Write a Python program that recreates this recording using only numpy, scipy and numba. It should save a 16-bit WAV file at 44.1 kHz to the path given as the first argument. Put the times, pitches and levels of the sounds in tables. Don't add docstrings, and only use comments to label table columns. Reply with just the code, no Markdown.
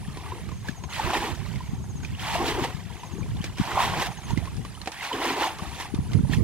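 import sys
import numpy as np
from scipy.fft import rfft, irfft, next_fast_len
from scipy.io import wavfile
from scipy.ndimage import map_coordinates
from numba import njit

SR = 44100
rng = np.random.default_rng(int(sys.argv[2]) if len(sys.argv) > 2 else 0)


def unload_audio(sound):
    columns = np.transpose(np.atleast_2d(sound))
    steps = np.round(np.clip(columns, -1, 1) * 32767)
    wavfile.write(sys.argv[1], SR, steps.astype(np.int16))


N = 283860
LAG_S = 50e-6


def amp(db):
    return 10 ** (np.asarray(db) / 20)


def unit(x):
    return x / np.sqrt(np.mean(x ** 2) + 1e-20)


def along(points, hz):
    f, v = np.transpose(points)
    return np.interp(np.log(hz + 1), np.log(f + 1), v)


def curves(rows, outside=None):
    s, *cols = np.transpose(rows)
    t = np.arange(N) / SR
    return np.array([np.interp(t, s, c, outside, outside) for c in cols])


def wobble(rate_hz):
    knots = rng.standard_normal(int(N * rate_hz / SR) + 4)
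    return map_coordinates(knots, [np.arange(N) * rate_hz / SR])


def filtered(x, response):
    m = next_fast_len(N + SR // 2)
    hz = np.fft.rfftfreq(m, 1 / SR)
    return irfft(rfft(x, m) * response(hz), m)[..., :N]


def rush(spectrum):
    # f/Hz, correlation
    alike = [(300, 1), (1000, 0.68), (3000, 0.65), (8000, 0.063), (15000, 0.21)]

    def mid_side(hz):
        turn = np.arccos(np.clip(along(alike, hz), -1, 1)) / 2
        return amp(along(spectrum, hz)) * [np.cos(turn), np.sin(turn)]

    def delay(hz):
        return np.exp(-1j * np.pi * hz * LAG_S * np.array([[1], [-1]]))

    mid, side = filtered(rng.standard_normal((2, N)), mid_side)
    return unit(filtered(np.array([mid + side, mid - side]), delay))


@njit
def add(out, start, hz, cycles, size, rise, soft, sr):
    for g in range(len(start)):
        first = int(start[g] * sr) + 1
        life = cycles[g] / hz[g]
        for i in range(max(first, 0), min(first + int(5 * life * sr), len(out))):
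            u = (i / sr - start[g]) / life
            tone = np.sin(2 * np.pi * cycles[g] * u * (1 + rise * u))
            out[i] += size[g] * tone * np.exp(-u) * (1 - np.exp(-u / soft))


def ring(start, hz, cycles, size, rise, scatter_s, soft=0.27):
    out = np.zeros((2, N))
    place = rng.standard_normal((len(start), 2))
    lag = LAG_S + scatter_s * place[:, 0] * np.sqrt(8000 / hz)
    for port, sign in enumerate((1, -1)):
        port_size = size * amp(sign * 0.25 * place[:, 1])
        add(out[port], start + sign * lag / 2, np.clip(hz, 50, 17000), cycles, port_size, rise, soft, SR)
    return out


def swarm(density, count, hz, octaves, cycles, spread_db, rise):
    # f/Hz, gain/dB
    path = [(60, 10.5), (200, -8.5), (350, -3.5), (576, -8), (760, -3), (990, -0.5), (1260, -4),
            (1500, -2.5), (1850, 2), (2300, 0.5), (3300, 1), (3800, -0.5), (6600, -6), (15000, -11)]
    even = rng.random((count, 3))
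    normal = rng.standard_normal((count, 2))
    share = density[(even[:, 0] * N).astype(int)]
    kept = even[:, 2] < share
    size = amp(-spread_db * np.log(1.01 - even[:, 1])) * kept / np.sqrt(share)
    pitch = hz * 2 ** (octaves * normal[:, 0])
    ring_cycles = cycles * 2 ** (0.76 * normal[:, 1])
    cloud = ring(even[:, 0] * N / SR, pitch, ring_cycles, size, rise, scatter_s=24e-6)
    return unit(filtered(cloud, lambda f: amp(along(path, f))))


def water():
    # f/Hz, relative density/dB per Hz
    wash = [(1200, -66), (1800, -6.5), (3300, -2.5), (6600, -21.5), (13800, -29.5), (15700, -46)]
    deep_gain, bubbles_gain, spatter_gain, spray_gain = water_levels()
    surge_db = 1.18 * wobble(14) + 0.9 * wobble(75)
    density = np.clip(bubbles_gain * amp(40.5), .25, 1)
    deep = swarm(density, count=2000, hz=356.5, octaves=0.308, cycles=1.98, spread_db=2, rise=0.026)
    bubbles = swarm(density, count=9000, hz=884.7, octaves=0.3466, cycles=3.15, spread_db=3.5, rise=0.027)
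    spatter = swarm(density, count=18000, hz=2498, octaves=.6, cycles=4.2, spread_db=1.5, rise=0.011)
    spatter = unit(spatter + 0.42 * rush(wash[:4]))
    spray = swarm(density, count=36000, hz=8530, octaves=.6, cycles=5.7, spread_db=2.5, rise=0.0046)
    spray = unit(spray + 0.79 * rush([(4000, -20)] + wash[3:]))
    mix = deep_gain * deep + bubbles_gain * bubbles + spatter_gain * spatter + spray_gain * spray
    return amp(surge_db) * mix


def water_levels():
    # t/s, bubbles/dB, spatter/dB
    landings = [
        [(0.885, -52, -81), (0.897, -46, -47), (0.921, -59.5, -39.5), (0.963, -53, -33), (0.997, -27, -36.5),
         (1.009, -33, -36), (1.125, -29, -34), (1.149, -26.5, -28), (1.195, -36, -36), (1.279, -34.5, -37),
         (1.33, -52.5, -51)],
        [(2.17, -71.5, -58), (2.214, -40, -38.5), (2.338, -30.5, -33.5), (2.42, -30.5, -39.5),
         (2.488, -35.5, -30.5), (2.582, -32, -41), (2.63, -34, -35), (2.644, -28, -32), (2.67, -42, -43.5),
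         (2.718, -46.5, -54), (2.74, -58.5, -65)],
        [(3.57, -55, -49), (3.606, -37, -38), (3.766, -35.5, -38.5), (3.776, -26, -39.5), (3.822, -24.5, -25),
         (3.94, -33, -41), (4.026, -34, -30.5), (4.054, -45, -38.5), (4.068, -39, -31.5), (4.092, -41, -56),
         (4.14, -53, -56)],
        [(4.92, -55, -46), (5.004, -52.5, -43), (5.034, -40.5, -34.5), (5.098, -44, -41.5), (5.116, -31, -43),
         (5.126, -40, -39), (5.176, -35, -41.5), (5.222, -29.5, -31.5), (5.354, -33, -35.5),
         (5.438, -24.5, -27.5), (5.56, -53.5, -58)],
    ]
    throw_spray_db = [-6, -5.5, -5.5, -7]
    # t/s, bubbles/dB, spatter/dB
    trickle_rows = [(0, -51.5, -53), (.12, -50.5, -52.5), (.28, -45.5, -48.5), (.5, -58, -55),
                    (.85, -50.5, -59), (1.35, -49, -47.5), (1.6, -51.5, -49.5), (1.85, -52.5, -63.5),
                    (2.1, -53, -51), (2.76, -51.5, -51), (3.05, -49.5, -53), (3.35, -55.5, -56.5),
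                    (4.15, -47, -48), (4.5, -51.5, -52), (4.75, -55.5, -56.5), (5.55, -45, -49.5),
                    (5.75, -44, -43.5), (6, -52.5, -55), (6.44, -53, -56.5)]
    # t/s, bubbles/dB, spatter/dB
    spill_rows = [(.68, -47, -43), (3.448, -48, -46), (4.3, -46, -43.5), (4.89, -45, -60), (5.81, -44, -37),
                  (6.132, -50, -57), (6.335, -43.5, -35.5)]
    # start t/s, hold/s, level/dB
    gurgle_rows = [(.33, 0.12, -51), (1.06, 0.095, -35.5), (1.22, .06, -35.5), (2.406, 0.24, -31),
                   (3.144, .08, -44.5), (3.68, .1, -40.5), (3.85, .17, -37), (5.14, 0.3, -35)]
    fine_spray_db, trickle_deep_db = -3, -6
    spill_rise_s, spill_fall_s = 0.038, .05
    gurgle_rise_s, gurgle_fall_s = .06, 0.072

    def sizes(bubbles_db, spatter_db, spray_db):
        return amp([bubbles_db, spatter_db, spatter_db + spray_db])

    trickle = sizes(*curves(trickle_rows), fine_spray_db)
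    spills = sum(sizes(bubbles_db, spatter_db, fine_spray_db)[:, None] * swell(s, 0, spill_rise_s, spill_fall_s)
                 for s, bubbles_db, spatter_db in spill_rows)
    throws = sum(sizes(*curves(rows, outside=-120), spray_db)
                 for rows, spray_db in zip(landings, throw_spray_db))
    gurgle = sum(amp(db) * swell(s, hold, gurgle_rise_s, gurgle_fall_s) for s, hold, db in gurgle_rows)
    deep = gurgle + amp(trickle_deep_db) * trickle[0]
    return deep, *(trickle + spills + throws)


def swell(start_s, hold_s, rise_s, fall_s):
    t = np.arange(N) / SR - start_s
    return amp(-20 * (np.maximum(-t, 0) / rise_s + np.maximum(t - hold_s, 0) / fall_s))


def drops():
    # t/s, relative level/dB, ring f/Hz, crack re ring/dB before the common trims
    drop_rows = [(0.171, -32, 1000, -1), (0.261, -28, 1120, -38), (0.319, -19.5, 966, -36),
                 (0.489, -30.5, 1150, -6.5), (0.516, -27, 990, -13), (0.685, -18.5, 1623, -10),
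                 (0.779, -36, 725, -24), (0.837, -26, 970, -6), (0.897, -42, 1000, -8),
                 (0.995, -12, 848, -26), (1.134, -15, 734, -30), (1.149, -14, 1800, -25),
                 (1.169, -22, 770, -2), (1.349, -41, 7000, 1), (1.558, -31, 2100, -6),
                 (1.605, -22.5, 954, -33), (2.032, -34.5, 1450, -1), (2.048, -22, 2380, -12),
                 (2.149, -27, 2780, -24), (2.194, -25.5, 3100, -21), (2.353, -13, 660, -34),
                 (2.483, -27.5, 850, 4.5), (2.641, -14.5, 731, -36), (3.033, -23, 946, -13),
                 (3.23, -29, 2300, -20), (3.368, -29.5, 3420, -13), (3.415, -26, 3040, -16),
                 (3.441, -23, 2250, -1.5), (3.583, -28, 2270, -3), (3.772, -10.5, 760, -33),
                 (4.067, -24.5, 1010, -19), (4.305, -19, 897, -15), (4.374, -20.5, 2010, -9),
                 (4.454, -36, 980, 2.5), (4.473, -25, 1020, -29), (4.566, -40, 5030, 2),
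                 (4.649, -27.5, 1096, -5.5), (4.75, -31, 2930, -23), (4.776, -32.5, 1230, -25),
                 (4.815, -23.5, 4160, -11), (4.858, -32.5, 2380, -1.5), (4.873, -19, 746, -2.5),
                 (4.918, -35, 6000, 3.5), (5.008, -20.5, 1990, -20), (5.113, -13, 914, -26),
                 (5.129, -15, 3010, -20), (5.439, -10.5, 960, -22), (5.47, -15.5, 727, -30),
                 (5.585, -34.5, 2040, 1.5), (5.799, -32, 1980, -1), (5.822, -28.5, 930, -6),
                 (5.946, -32.5, 3500, -2.5), (6.117, -31, 3020, -8), (6.133, -24, 1990, -7.5),
                 (6.245, -34, 550, -22), (6.334, -14.5, 1770, -20)]
    crack_split_hz = 1840
    s, db, hz, crack_db = np.transpose(drop_rows)
    rings = ring(s, hz, 2.8 + hz * 0.0016, amp(db + 2.5), 0.014, scatter_s=8e-6, soft=0.75)
    t = np.arange(SR // 10) / SR
    crack = 2.56 * amp(-60 * t / .015)
    fizz = 1.11 * amp(-60 * t / 0.1)
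    shape = (crack + fizz) * (1 - np.exp(-t / 0.00083))
    bright = 1 / (1 + (crack_split_hz / hz) ** 2)
    burst = np.zeros((2, N + SR))
    for at, gain, share in zip(s, amp(db + crack_db), bright):
        burst[:, round(at * SR):][:, :len(t)] += gain * np.sqrt([[1 - share], [share]]) * shape
    slap = rush([(120, -25), (300, 13), (900, -2), (2500, 0.5), (6000, -33), (15000, -33)])
    tick = rush([(500, -36), (1500, -1.5), (3500, 1.5), (6000, -1.5), (15000, -23)])
    return rings + amp(-9) * (burst[0, :N] * slap + burst[1, :N] * tick)


def wind():
    # t/s, level/dB
    left_rows = [(0, -36.5), (.55, -37), (.8, -33), (1.2, -50), (1.5, -39), (1.75, -29.5), (2.3, -33.5),
                 (2.9, -30.5), (3.05, -35), (3.2, -28.5), (3.5, -36.5), (3.72, -45), (3.9, -24.5),
                 (4.2, -48), (4.35, -23), (4.45, -47), (4.6, -21.5), (4.75, -49), (5.3, -57), (5.65, -34.5),
                 (5.8, -38), (6.1, -24), (6.44, -41.5)]
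    right_rows = [(0, -28.5), (.35, -38), (.52, -28), (.75, -43.5), (.93, -36), (1.08, -26), (1.24, -39),
                  (1.38, -27), (1.65, -29.5), (2.25, -32.5), (2.85, -43.5), (3.1, -45), (3.35, -30.5),
                  (3.9, -31.5), (4.05, -33.5), (4.24, -39.5), (4.3, -26.5), (4.4, -20.5), (4.46, -34.5),
                  (4.62, -31.5), (4.9, -44), (5.2, -54), (5.7, -39.5), (5.92, -43), (5.99, -22),
                  (6.06, -32.5), (6.16, -18), (6.28, -27), (6.4, -17)]
    # f/Hz, relative density/dB per Hz
    rumble_spectrum = [(15, -45), (25, -4.5), (75, 4), (118, 1.5), (152, 0), (211, -6.5), (339, -22.5),
                       (379, -19.5), (500, -31.5), (650, -33), (1100, -120)]
    flutter_spectrum = [(120, -41), (220, 2), (330, -1), (450, -4), (600, -23.5), (1100, -120)]
    # t/s, relative level/dB, f/Hz, port (0 left, 1 right)
    puff_rows = [(0.085, -23.5, 150, 0), (0.695, -21, 190, 0), (1.05, -25, 87, 1), (1.576, -22, 98.5, 1),
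                 (1.694, -22, 110, 1), (1.735, -20.5, 176, 0), (1.957, -24, 147, 0), (2.622, -23, 123, 0),
                 (2.75, -24.5, 116, 0), (3.138, -24, 171, 0), (3.336, -22, 98, 1), (3.408, -20, 152, 0),
                 (3.601, -13, 204, 0), (3.615, -15.5, 141, 1), (4.336, -15.5, 141, 1), (4.376, -17, 222, 1),
                 (4.387, -17, 99, 1), (4.589, -27.5, 119, 0), (5.626, -24, 146, 0), (5.942, -16.5, 242, 0),
                 (5.961, -22, 89, 1), (5.991, -15, 163, 0), (6.006, -21, 100, 1), (6.154, -9, 131, 1),
                 (6.195, -17, 195, 0), (6.208, -15.5, 152, 1), (6.239, -16.5, 144, 0),
                 (6.245, -14.5, 88, 1), (6.298, -18, 206, 1), (6.375, -12, 107, 1), (6.386, -15.5, 168, 0)]
    flutter_db, flutter_growth = -18.5, 0.71

    strength_db = np.vstack([curves(left_rows), curves(right_rows)])
    fast_lumps = np.array([wobble(28), wobble(28)])
    slow_lumps = np.array([wobble(7.3), wobble(9)])
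    lumps = unit(amp(3.1 * fast_lumps + 1.2 * slow_lumps))
    rumble, flutter = (unit(filtered(rng.standard_normal((2, N)), lambda hz: amp(along(spectrum, hz))))
                       for spectrum in (rumble_spectrum, flutter_spectrum))
    flutter_gain = amp(flutter_db + flutter_growth * (strength_db + 26))
    out = amp(strength_db) * lumps * (rumble + flutter_gain * flutter)
    t = np.arange(-SR // 30, SR // 30) / SR
    for (s, db, hz, port), turn in zip(puff_rows, rng.random(len(puff_rows))):
        eddy = amp(db + 6.5) * np.exp(-(t * hz / 0.52) ** 2) * np.cos(2 * np.pi * (hz * t + turn))
        at = round(s * SR) - SR // 30
        out[round(port), at:at + len(t)] += eddy
    return out


def chirper():
    # first full note t/s, period/s, relative level/dB, quick notes, full notes
    phrases = [(.69, .067, -48.5, 4, 4), (1.82, .0657, -48, 4, 4), (2.979, .066, -50, 1, 4),
               (4.098, .0653, -48, 0, 4), (5.25, .0663, -48, 0, 4), (6.021, .062, -58, 0, 3)]
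    quick_s, pause_s = .041, .052
    quick_db, first_db = -9, -3.5
    lead_step_db = 0.5
    out = np.zeros(N)
    t = np.arange(int(.04 * SR)) / SR
    pitch_hz = np.linspace(7000, 5950, len(t))
    note = np.hanning(len(t)) ** 0.48 * np.sin(2 * np.pi * np.cumsum(pitch_hz) / SR)
    for s, period, db, quick, full in phrases:
        notes = [(s - pause_s - quick_s * k, db + quick_db + lead_step_db * k) for k in range(round(quick))]
        notes += [(s + period * k, db + first_db * (k == 0)) for k in range(round(full))]
        for at, level_db in notes:
            out[round(at * SR):][:len(t)] += amp(level_db) * note
    out = out + 0.31 * np.roll(out, round(0.016 * SR))
    return out * amp([[2.5], [-2.5]])


def buzzer():
    # end of first burst t/s, bursts, period/s, level at burst end/dB
    phrases = [(.08, 4, .113, -55), (1.9, 2, .11, -64), (2.98, 5, .11, -63), (4.165, 8, .108, -55.5),
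               (5.005, 4, .108, -57), (5.545, 9, .1072, -53.5)]
    t = np.arange(N) / SR
    level = np.zeros(N)
    for end, bursts, period, db in phrases:
        for k in range(int(bursts)):
            before = end + k * period - t
            level += amp(db - 60 * np.abs(before)) * (before > 0) * (before < .075)
    strokes = np.cos(2 * np.pi * 133 * t) + 2.3
    hiss = rush([(8600, -40), (9100, -7), (9650, 0), (10050, -4), (10500, -40)])
    return level * unit(strokes * hiss)


def field():
    # f/Hz, relative density/dB per Hz
    rustle = [(120, 2.5), (200, -9), (545, -11.5), (978, -12), (1190, -12), (5630, -15.5), (6520, -13.5),
              (9730, -17.5), (13500, -24), (15600, -36)]
    return amp(-52.5 + 0.73 * wobble(3.08)) * rush(rustle)


def scene():
    return water() + drops() + wind() + chirper() + buzzer() + field()


def record(dry):
    # f/Hz, gain/dB
    ports = [(300, -0.5), (1300, -1), (2400, -2.5), (4400, -1), (15000, -2.5)]
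    top_hz, bass_hz = 15800, 38

    def response(hz):
        bass_cut = hz ** 2 / (hz ** 2 + bass_hz ** 2)
        balance = amp(along(ports, hz) * np.array([[.5], [-.5]]))
        return (hz < top_hz) * bass_cut * balance

    return filtered(dry, response)


dry = scene()
out = record(dry)
unload_audio(out)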